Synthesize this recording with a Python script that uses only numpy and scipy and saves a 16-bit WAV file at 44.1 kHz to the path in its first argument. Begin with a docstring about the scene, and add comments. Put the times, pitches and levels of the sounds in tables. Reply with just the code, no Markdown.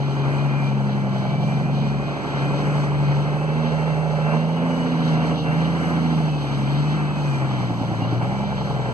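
"""A dirt forest road: a loaded six-cylinder diesel truck labours up it toward a phone with two microphone ports.
The stacks boom as sines on multiples of the firing rate; uneven cylinders add the in-between orders and ringing barks.
Exhaust gas, fan and tyres are shaped noise, the clatter is a random pattern that nearly repeats every engine cycle.
A gear whine follows the revs, a turbocharger breathes faintly; low-rev chugs and a short squeak come late.
The phone widens the treble of the stereo picture."""
import sys
import numpy as np
from scipy import signal
from scipy.fft import rfft, irfft, next_fast_len
from scipy.io import wavfile
from scipy.ndimage import uniform_filter1d, map_coordinates

SR = 44100
rng = np.random.default_rng(int(sys.argv[2]) if len(sys.argv) > 2 else 0)


def output_pcm(signal):
    """Save a mono or channel-first signal as 16-bit PCM at the path in sys.argv[1].

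    Samples are clipped to [-1, 1] before scaling.
    """
    pcm = np.clip(np.atleast_2d(signal).T, -1, 1) * 32767
    wavfile.write(sys.argv[1], SR, np.round(pcm).astype(np.int16))


def field_ratio(decibels):
    """Amplitude ratio for a level in dB (20 dB per decade); scalars and array-likes work."""
    return 10 ** (np.asarray(decibels, dtype=float) / 20)


N = 393813
T = np.arange(N) / SR
SIZE = next_fast_len(N)
HZ = np.maximum(np.fft.rfftfreq(SIZE, 1 / SR), 1)

CYLINDERS = 6  # each fires once per engine cycle
LOUD_CYLINDER_AT = .15  # share of the cycle at which the hardest cylinder peaks
BARK_AT = .277  # share of the cycle at which the first bark comes
# the two microphone ports: (frequency [Hz], left minus right [dB], left lag [rad], likeness of the noise [0-1],
# share that passes unwidened [0-1])
PORT_PAIR = [(40, 4, 3.1, .6, 1), (70, 9, 3.0, .7, 1), (105, 5.5, .6, .6, 1), (145, 1.5, .9, .6, 1),
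             (170, -2.5, .55, .6, 1), (200, -4, .45, .6, 1), (250, -5, .3, .6, 1), (310, -1.5, .1, .45, 1),
             (450, -2, .25, .7, 1), (800, -3, .33, .93, .8), (1100, .5, .5, .85, .5),
             (1400, 3.5, 0, .6, .5), (1600, 4, 0, .5, .4), (1750, 1, 0, .6, .1), (1850, 0, 0, .6, .04),
             (1950, 0, 0, .6, .08), (2600, 0, 0, .6, .08), (3200, 0, 0, .6, 0), (8800, 0, 0, .6, 0),
             (9400, 0, 0, .6, .5), (10000, 0, 0, .6, 0), (16000, 0, 0, .6, 0)]
# each firing barks twice, probably once from each stack: (level of each of the twelve barks of a cycle [dB])
BARK_LEVELS = [0, 0, -10, -6, -10, -10, -7, -7, 0, -1, -9, -6]


def curves(table):
    """Columns of a table over time."""
    s, *columns = np.transpose(table)
    return [np.interp(T, s, c) for c in columns]


def over_hz(table, hz):
    """Columns of a table over log frequency."""
    f, *columns = np.transpose(table)
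    return [np.interp(np.log(hz), np.log(f), c) for c in columns]


def walk(rate):
    """Smooth random wander, about rate turns a second, spread near 1."""
    hold = int(SR / rate / 64) + 1
    steps = uniform_filter1d(np.repeat(rng.standard_normal(N // 64 // hold + 2), hold), hold)
    return 1.6 * np.interp(np.arange(N) / 64, np.arange(len(steps)), steps)


def bump(at_s, length_s):
    """A bell curve in time that peaks at 1."""
    return np.exp(-((T - at_s) / length_s * 2) ** 2)


def rush(colour, flicker_db, flicker_rate, source=None):
    """Coloured noise, partly alike at both ports, in octave bands that flicker independently; rms 1."""
    white = rfft(rng.standard_normal((2, SIZE)) if source is None else source, SIZE)
    like = np.clip(over_hz(PORT_PAIR, HZ)[2], 0, 1)
    white[1] = like * white[0] + np.sqrt(1 - like ** 2) * white[1]
    low, high = colour[0][0], colour[-1][0]
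    shaped = white * field_ratio(over_hz(colour, HZ)[0]) * (HZ > low / 2) * (HZ < high * 2)
    out = 0
    for octave in np.arange(np.log2(low) - 1, np.log2(high) + 1):
        share = np.clip(1 - abs(np.log2(HZ) - octave), 0, 1)
        out = out + irfft(shaped * share, SIZE)[:, :N] * field_ratio(flicker_db * walk(flicker_rate))
    return out / np.sqrt(np.mean(out ** 2))


def tone(turns, db):
    """A sine of rms level db."""
    return np.sqrt(2) * field_ratio(db) * np.sin(2 * np.pi * turns)


def engine_cycle():
    """Engine cycles turned so far; the flywheel smooths every change of revs."""
    # revs: (time [s], firing rate before smoothing [Hz])
    revs = [(0, 70.24), (.22, 69.74), (.44, 70.65), (1.23, 65.62), (1.74, 71), (1.89, 70.07), (2.19, 72.63),
            (2.4, 69.4), (2.65, 73.4), (3.1, 71.6), (3.28, 73.25), (3.45, 76.17), (3.73, 78.8),
            (4.2, 76.87), (4.4, 79.5), (4.63, 84.03), (4.84, 83.96), (5.16, 79.2), (5.34, 81.36),
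            (5.5, 78.63), (5.72, 83.3), (6.07, 81.76), (6.26, 77.5), (6.45, 70.55), (6.63, 68.58),
            (6.95, 76.4), (7.3, 71.29), (7.72, 58.96), (8.0, 55.89), (8.2, 60.27), (8.42, 68.3),
            (8.93, 62.45)]
    flywheel_s = .071
    firing_hz = uniform_filter1d(curves(revs)[0], int(flywheel_s * SR), mode="nearest")
    return np.cumsum(firing_hz) / SR / CYLINDERS


def exhaust(cycle):
    """Stack tones: sines at one, two and three times the firing rate, their levels wandering."""
    # tone at the firing rate: (time [s], level [dB])
    firing = [(0, -46), (.5, -42), (1.0, -54), (1.6, -43.5), (2.7, -40), (4.5, -42.5), (6.0, -38.5),
              (7.2, -39.5), (7.7, -39), (8.1, -47), (8.27, -36.5), (8.93, -35.5)]
    # stack boom at twice the firing rate: (time [s], level [dB])
    boom = [(0, -22), (.65, -22.5), (1.2, -26), (1.75, -22.5), (2.0, -24), (2.2, -36), (2.42, -24),
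            (2.85, -22), (3.1, -19.5), (3.4, -24), (4.4, -21.5), (4.84, -26.5), (5.15, -19), (5.4, -25.5),
            (5.6, -21.5), (5.75, -24.5), (6.25, -20), (6.5, -26.5), (6.75, -20), (7.0, -22), (7.13, -27),
            (7.26, -22), (7.9, -29.5), (8.2, -23), (8.5, -33), (8.75, -26.5), (8.93, -28)]
    # third multiple of the firing rate: (time [s], level [dB])
    third = [(0, -44.5), (.25, -39.5), (.9, -26.5), (1.5, -29.5), (1.9, -32.5), (2.1, -42.5), (3.4, -45),
             (3.65, -27.5), (3.85, -40.5), (4.1, -46.5), (4.35, -29.5), (4.5, -36), (4.62, -28.5),
             (4.95, -27.5), (5.4, -36.5), (6.05, -28), (6.35, -41), (6.65, -31), (7.35, -46), (7.5, -31),
             (8.2, -34.5), (8.47, -25.5), (8.93, -44)]
    # the boom leans from side to side: (time [s], left minus right [dB])
    boom_lean = [(0, 1.5), (.9, 4.5), (1.5, .5), (3.2, 0), (3.7, -6), (4.3, -5), (4.7, 2.5), (5.3, -1),
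                 (6.1, -1), (6.6, 1), (8.93, 0)]
    lean_db = curves(boom_lean)[0] * np.array([[.5], [-.5]])
    out = tone(CYLINDERS * cycle, curves(firing)[0] + 1.1 * walk(7))
    boom_db = curves(boom)[0] + .4 * walk(14) + lean_db
    out = out + tone(2 * CYLINDERS * cycle + .03 * walk(12), boom_db)
    third_turns = 3 * CYLINDERS * cycle + .17 + .042 * walk(10)
    return out + tone(third_turns, curves(third)[0] + 1.1 * walk(13))


def growl(cycle):
    """Weaker orders, loosely lined up on the hardest cylinder; revs carry them over the pipe resonances."""
    # uneven cylinders: (multiple of the four-stroke cycle [1], rms level ahead of swells and pipe [dB])
    orders = [(5, -48.5), (8, -46), (9.06, -47), (10, -36), (11.02, -39.5), (12.98, -43), (14, -40),
              (15, -43), (16.03, -37.5), (19, -43.5), (20, -46.5), (21, -48.5), (21.96, -39), (23, -58.5),
              (24, -48), (25, -46.5), (26.8, -57), (28, -48.5), (30, -55), (31, -50.5), (31.83, -53),
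              (33.1, -60), (33.95, -49.5), (35, -47.5), (41.1, -57.5), (43, -56.5), (47.1, -58), (37, -54),
              (44.2, -56.5), (53.04, -53.5), (59.1, -54), (65, -57.5), (71, -57)]
    # single orders swell for a while: (time [s], multiple of the cycle [1], gain [dB], length [s])
    swells = [(0.204, 24, 14.5, 0.75), (0.202, 20, 6, 0.49), (0.26, 35, 8.5, .6), (1.5, 14, 14.5, 1.3),
              (2.49, 25, 9.5, 0.95), (1.8, 21, 15.5, 0.72), (2.702, 35, 3, 1.8), (4.008, 41, 8, 0.84),
              (4.4, 43, 5, 1.8), (5.0, 19, 10, 0.99), (5.103, 28, 1, 1.4), (9.3, 24, 16.5, 0.79),
              (7.997, 15, 14, 0.65), (8.702, 14, 10.5, .7), (8.703, 19, 8, 0.42)]
    # exhaust pipe resonances: (frequency [Hz], width [Hz], relative strength [dB])
    resonances = [(298.4, 5.3, -9.5), (434, 15, -23), (465, 4.3, -12), (565, 11, 4), (700, 13, -4.5),
                  (843, 35, 5), (947, 20, 3)]
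    scatter_turns = .28
    out = 0
    for order, db in orders:
        swell_db = sum(up * bump(s, length) for s, k, up, length in swells if k == order)
        turns = order * (cycle - LOUD_CYLINDER_AT) + 3 / 4 + scatter_turns * rng.standard_normal()
        out = out + tone(turns + .03 * walk(4), db + swell_db + 2.5 * walk(2.5))
    peaks = sum(field_ratio(db) / (1 + (2 * (HZ - hz) / width) ** 2) for hz, width, db in resonances)
    pipe = .9 + 1.6 * peaks
    # the stacks pass little of the uneven orders below the boom
    pipe = pipe * np.clip(HZ / 240, 0, 1)
    return irfft(rfft(out, SIZE) * pipe, SIZE)[:N]


def barks(cycle):
    """Twelve uneven pulses a cycle, each setting off two short rings."""
    # uneven spacing of the twelve barks: (delay after the first [strokes, six a cycle])
    strokes = [0, .55, 1.1, 1.53, 2.1, 2.6, 2.98, 3.53, 4.08, 4.63, 5.1, 5.53]
    # short rings in each bark: (frequency [Hz], width of one of three filter passes [Hz])
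    rings = [(550, 230), (790, 290)]
    # rings at the stacks: (time [s], level of the lower ring [dB], level of the higher ring [dB])
    ring_levels = [(0, -46, -39), (.8, -45, -39), (1.45, -46, -39), (2.3, -48, -40), (3.0, -44, -39),
                   (3.6, -38, -38), (4.4, -38.5, -39), (4.9, -43, -39), (5.5, -45, -39), (6.1, -45, -37),
                   (6.5, -48, -41), (7.6, -48, -39), (8.15, -48, -38), (8.3, -44, -33),
                   (8.93, -39.5, -32.5)]
    scatter_db, jitter_s = 1.5, .00012
    rounds = np.arange(int(cycle[-1]) + 1)[:, None] - 1
    at = np.searchsorted(cycle, rounds + BARK_AT + np.array(strokes) / CYLINDERS).ravel()
    late, louder = rng.standard_normal((len(at), 2)).T
    at = np.clip(at + (late * jitter_s * SR).astype(int), 0, N - 1)
    pulses = np.zeros(SIZE)
    pulses[at] = field_ratio(np.tile(BARK_LEVELS, len(rounds)) + scatter_db * louder)
    pulses[[0, N - 1]] = 0  # drops the barks that fall outside
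    out = 0
    for (hz, width), db in zip(rings, curves(ring_levels)):
        resonance = 1 / (1 + 1j * (HZ / hz - hz / HZ) * hz / width) ** 3
        ring = irfft(rfft(pulses) * resonance, SIZE)[:N]
        out = out + ring / np.std(ring) * field_ratio(db)
    return out


def gas(cycle):
    """Exhaust gas noise swells twice per firing, and a little once a cycle with the hardest cylinder; rms near 1."""
    # colour of the roar: (frequency [Hz], relative level per Hz [dB])
    roar_colour = [(30, -28), (60, -16), (100, -17.5), (118, -11.5), (140, 4.5), (200, -3.5), (300, -10),
                   (450, -12), (650, -12), (850, -11), (1200, -14.5), (1550, -12), (2000, -14),
                   (3000, -28.5), (5000, -46)]
    turn = 2 * np.pi * (cycle - LOUD_CYLINDER_AT)
    puff = 1 + .066 * np.cos(turn) + .014 * np.cos(CYLINDERS * turn) + .15 * np.cos(2 * CYLINDERS * turn)
    return rush(roar_colour, flicker_db=.84, flicker_rate=8.9) * puff


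def clatter(cycle):
    """Valves and pistons: a random knock pattern over one cycle, changing a little every round; rms 1."""
    # colour of the clatter: (frequency [Hz], relative level per Hz [dB])
    clatter_colour = [(150, -10.5), (300, 1.5), (360, -0.5), (430, -0.5), (490, -4), (560, 1), (640, -2.5),
                      (710, 2.8), (780, -2), (850, 3.5), (940, -3), (1050, -2.5), (1300, -13.5),
                      (1800, -20.5)]
    steps = 1024  # per cycle
    memory = .86  # share carried over to the next cycle
    follow, fade = .5, 1.5  # share of the bark's dB that it follows; fade in bark spacings
    fresh = rng.standard_normal((2, int(cycle[-1]) + 21, steps))
    # the first 20 rounds only settle the memory
    pattern = signal.lfilter([1], [1, -memory], fresh, axis=1)[:, 20:].reshape(2, -1)
    stroke = (cycle - BARK_AT) * len(BARK_LEVELS)
    bark_db = np.take(BARK_LEVELS, np.floor(stroke).astype(int) % len(BARK_LEVELS))
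    # the knocks bunch up just after each bark, most after the hard ones
    bunch = field_ratio(follow * bark_db) * np.exp(-(stroke % 1) / fade)
    played = [map_coordinates(p, [cycle * steps], order=1, mode="nearest") * bunch for p in pattern]
    return rush(clatter_colour, flicker_db=.24, flicker_rate=1.8, source=np.array(played))


def lurch():
    """Short dips and surges of the roar, in dB."""
    # brief changes of the roar: (time [s], gain [dB], length [s])
    lurches = [(4.33, 5.5, 0.084), (5.41, -9, 0.097), (6.353, -4.5, 0.22), (8.23, 4.5, 0.057)]
    return sum(db * bump(s, length) for s, db, length in lurches)


def ground_reflection(x):
    """Ground reflection shifts as the truck moves: overlapping bands of x, each on its own slow gain."""
    # shifting reflection: (time [s], low band gain [dB], middle band gain [dB], high band gain [dB])
    band_gains = [(0, -2.5, -1, -7), (1.5, -2, 2, -3), (2.4, 0, -1, -4.5), (3.9, -5, 4, -3),
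                  (5.4, -2.5, 1.5, -4.5), (6.5, 0.5, -2.5, -3), (7.6, 0, -1, -3), (8.2, -1, 0.5, -2),
                  (8.93, -4.5, 3.5, -4.5)]
    # centres of the three bands: (frequency [Hz])
    centres = [290, 520, 780]
    spectrum, out = rfft(x, SIZE), x
    edges = [centres[0] / 2, *centres, centres[-1] * 2]
    for k, db in enumerate(curves(band_gains)):
        share = np.interp(np.log(HZ), np.log(edges[k:k + 3]), [0, 1, 0])
        out = out + (field_ratio(db) - 1) * irfft(spectrum * share, SIZE)[:, :N]
    return out


def fan_and_tyres(cycle, hiss_db):
    """Noise hiss of fan and tyres that beats a little with the barks."""
    # colour of the hiss: (frequency [Hz], relative level per Hz [dB])
    hiss_colour = [(1000, 7.5), (2000, -20.5), (3000, 4.5), (4200, -1.5), (6000, -8.5), (8000, -16),
                   (9500, -24.5), (12000, -28), (15000, -34)]
    pulse_db = 1.2 * np.cos(2 * np.pi * 2 * CYLINDERS * (cycle - BARK_AT))
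    return field_ratio(hiss_db + pulse_db) * rush(hiss_colour, flicker_db=1.5, flicker_rate=16)


def gear(cycle):
    """Tooth mesh whine in step with the revs, randomly shaken and chopped by the torque pulses."""
    # the gear whine comes and goes: (time [s], level before flutter and chopping [dB])
    whine = [(0, -52), (.25, -47), (.45, -46), (.55, -40), (.66, -39), (.74, -54), (.85, -60), (1.0, -52),
             (1.2, -54), (1.33, -45), (1.6, -46), (1.72, -52), (1.85, -48.5), (2.1, -48), (2.22, -56),
             (2.45, -45), (2.65, -50), (3.25, -53), (3.5, -50), (3.7, -51), (3.9, -47), (4.1, -52),
             (4.33, -44), (4.5, -54), (4.8, -48), (5.08, -53), (5.18, -43), (5.3, -53), (5.47, -43),
             (5.7, -57), (5.87, -49), (6.0, -56), (6.12, -48), (6.25, -52), (6.34, -42.5), (6.43, -56),
             (6.5, -49), (6.57, -56), (6.68, -45), (6.8, -53), (7.0, -49), (7.2, -49), (7.32, -43),
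             (7.58, -61), (8.25, -62), (8.36, -46), (8.5, -46), (8.62, -59), (8.93, -62)]
    mesh = 208  # whine cycles per engine cycle
    flutter_db, flutter_per_s = 1.8, 55
    whine_db = curves(whine)[0] + flutter_db * walk(flutter_per_s) + .5 * walk(15)
    chop = 1 + .3 * np.cos(2 * np.pi * CYLINDERS * cycle)
    return chop * tone(mesh * cycle + .14 * walk(40), whine_db)


def turbo():
    """Turbocharger breath: a drifting sine multiplied by low-passed noise gives a faint breathy band."""
    # turbocharger breath: (time [s], frequency [Hz], level [dB])
    breath_path = [(0, 6600, -62.5), (1.5, 6990, -68.5), (2.6, 7750, -62), (3.6, 8440, -72),
                   (4.2, 8700, -70.5), (6.1, 8700, -68), (6.7, 8010, -62), (7.4, 7870, -62.5),
                   (8.1, 6970, -66), (8.93, 7520, -59)]
    hz, db = curves(breath_path)
    low_pass = signal.butter(2, 260, fs=SR, output="sos")
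    breath = signal.sosfilt(low_pass, rng.standard_normal(N))
    return tone(np.cumsum(hz) / SR, db) * breath / np.std(breath)


def chugs():
    """Separate chugs as the engine lugs at low revs: thumps of a cycle or two, each with a knock."""
    # thumps: (time [s], peak level without the knock [dB], frequency [Hz])
    thumps = [(7.705, -22, 270), (7.811, -19.5, 262), (7.914, -19.5, 298), (8.019, -20, 269),
              (8.124, -16, 300)]
    rise_s = .0032
    knock_hz, knock_db = 760, -7.5  # harder edge, against the thump
    out = 0
    for s, db, hz in thumps:
        age = np.maximum(T - s, 0) / rise_s
        turn = 2 * np.pi * (T - s - rise_s)
        thump_and_knock = np.cos(hz * turn) + field_ratio(knock_db) * np.cos(knock_hz * turn)
        out = out - field_ratio(db) * age * np.exp(1 - age) * thump_and_knock
    return out


def squeak():
    """A short clear squeak: a sine under a bell curve."""
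    # squeaks: (time [s], frequency [Hz], rms level at the height of the bell [dB], length [s])
    squeaks = [(8.033, 2840, -39, 0.044)]
    return sum(tone(hz * T, db) * bump(s, length) for s, hz, db, length in squeaks)


def scene():
    """The truck's sources summed for the two microphone ports."""
    # noise of the truck: (time [s], roar level ahead of lurches and reflection [dB], fan and tyre hiss level [dB])
    noise_levels = [(0, -33.5, -42.5), (.3, -28.5, -42.5), (.75, -33, -44.5), (1.25, -31.5, -42),
                    (2.0, -32.5, -42.5), (2.45, -29, -40.5), (4.0, -31, -42.5), (4.5, -31, -41.5),
                    (5.2, -29, -39), (5.9, -29, -38), (6.35, -31, -39.5), (6.9, -31, -40.5),
                    (7.4, -31, -39.5), (7.7, -32.5, -41), (8.25, -32, -41.5), (8.93, -32, -41.5)]
    clatter_db = -.5  # against the roar
    roar_db, hiss_db = curves(noise_levels)
    cycle = engine_cycle()
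    roar = field_ratio(roar_db + lurch() + .48 * walk(9)) * (gas(cycle) + field_ratio(clatter_db) * clatter(cycle))
    rumble = ground_reflection(growl(cycle) + barks(cycle) + roar)
    hiss = fan_and_tyres(cycle, hiss_db)
    return exhaust(cycle) + rumble + hiss + gear(cycle) + turbo() + chugs() + squeak()


def band_limit(x):
    """A steep low-pass at the top of the band."""
    return signal.sosfilt(signal.butter(12, 15610, fs=SR, output="sos"), x)


def record(dry):
    """Phone widening: treble left is the right, inverted and half a millisecond late, so the centre is combed."""
    # the combs sit higher in the top octave: (frequency [Hz], left lag taken back [rad])
    comb_slip = [(1000, 0), (1800, .05), (3500, .12), (5350, .12), (7100, .2), (8000, .3), (8800, 2.4),
                 (9400, 2.1), (9800, .9), (10300, 1.5), (11000, 1.5), (14600, 1.7)]
    widen_lag, widen_from_hz = 25, 1400  # samples, Hz
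    top_hz, fade_s = 14800, .003
    tilt_db, lag, _, kept = over_hz(PORT_PAIR, HZ)
    late = 2 * np.pi * HZ * widen_lag / SR - np.pi - over_hz(comb_slip, HZ)[0]
    # the lag dwells near in-phase and anti-phase, which broadens the notches
    late = late - .4 * np.sin(2 * late)
    left = field_ratio(tilt_db / 2) * np.exp(-.5j * np.where(HZ < widen_from_hz, lag, late))
    right = 1 / left
    fade = np.clip(np.minimum(T, T[::-1]) / fade_s, 0, 1)
    a, b = rfft(dry * fade, SIZE) * (HZ < top_hz)
    # the centre comes from one port, the width from the other
    mid, side = a * (left + right) / 2, b * (left - right) / 2
    kept = np.clip(kept, 0, 1)
    unwidened = np.array([a * left, b * right])
    widened = np.array([mid + side, mid - side])
    mix = irfft(kept * unwidened + (1 - kept) * widened, SIZE)[:, :N]
    return band_limit(mix)


dry = scene()
out = record(dry)
output_pcm(out)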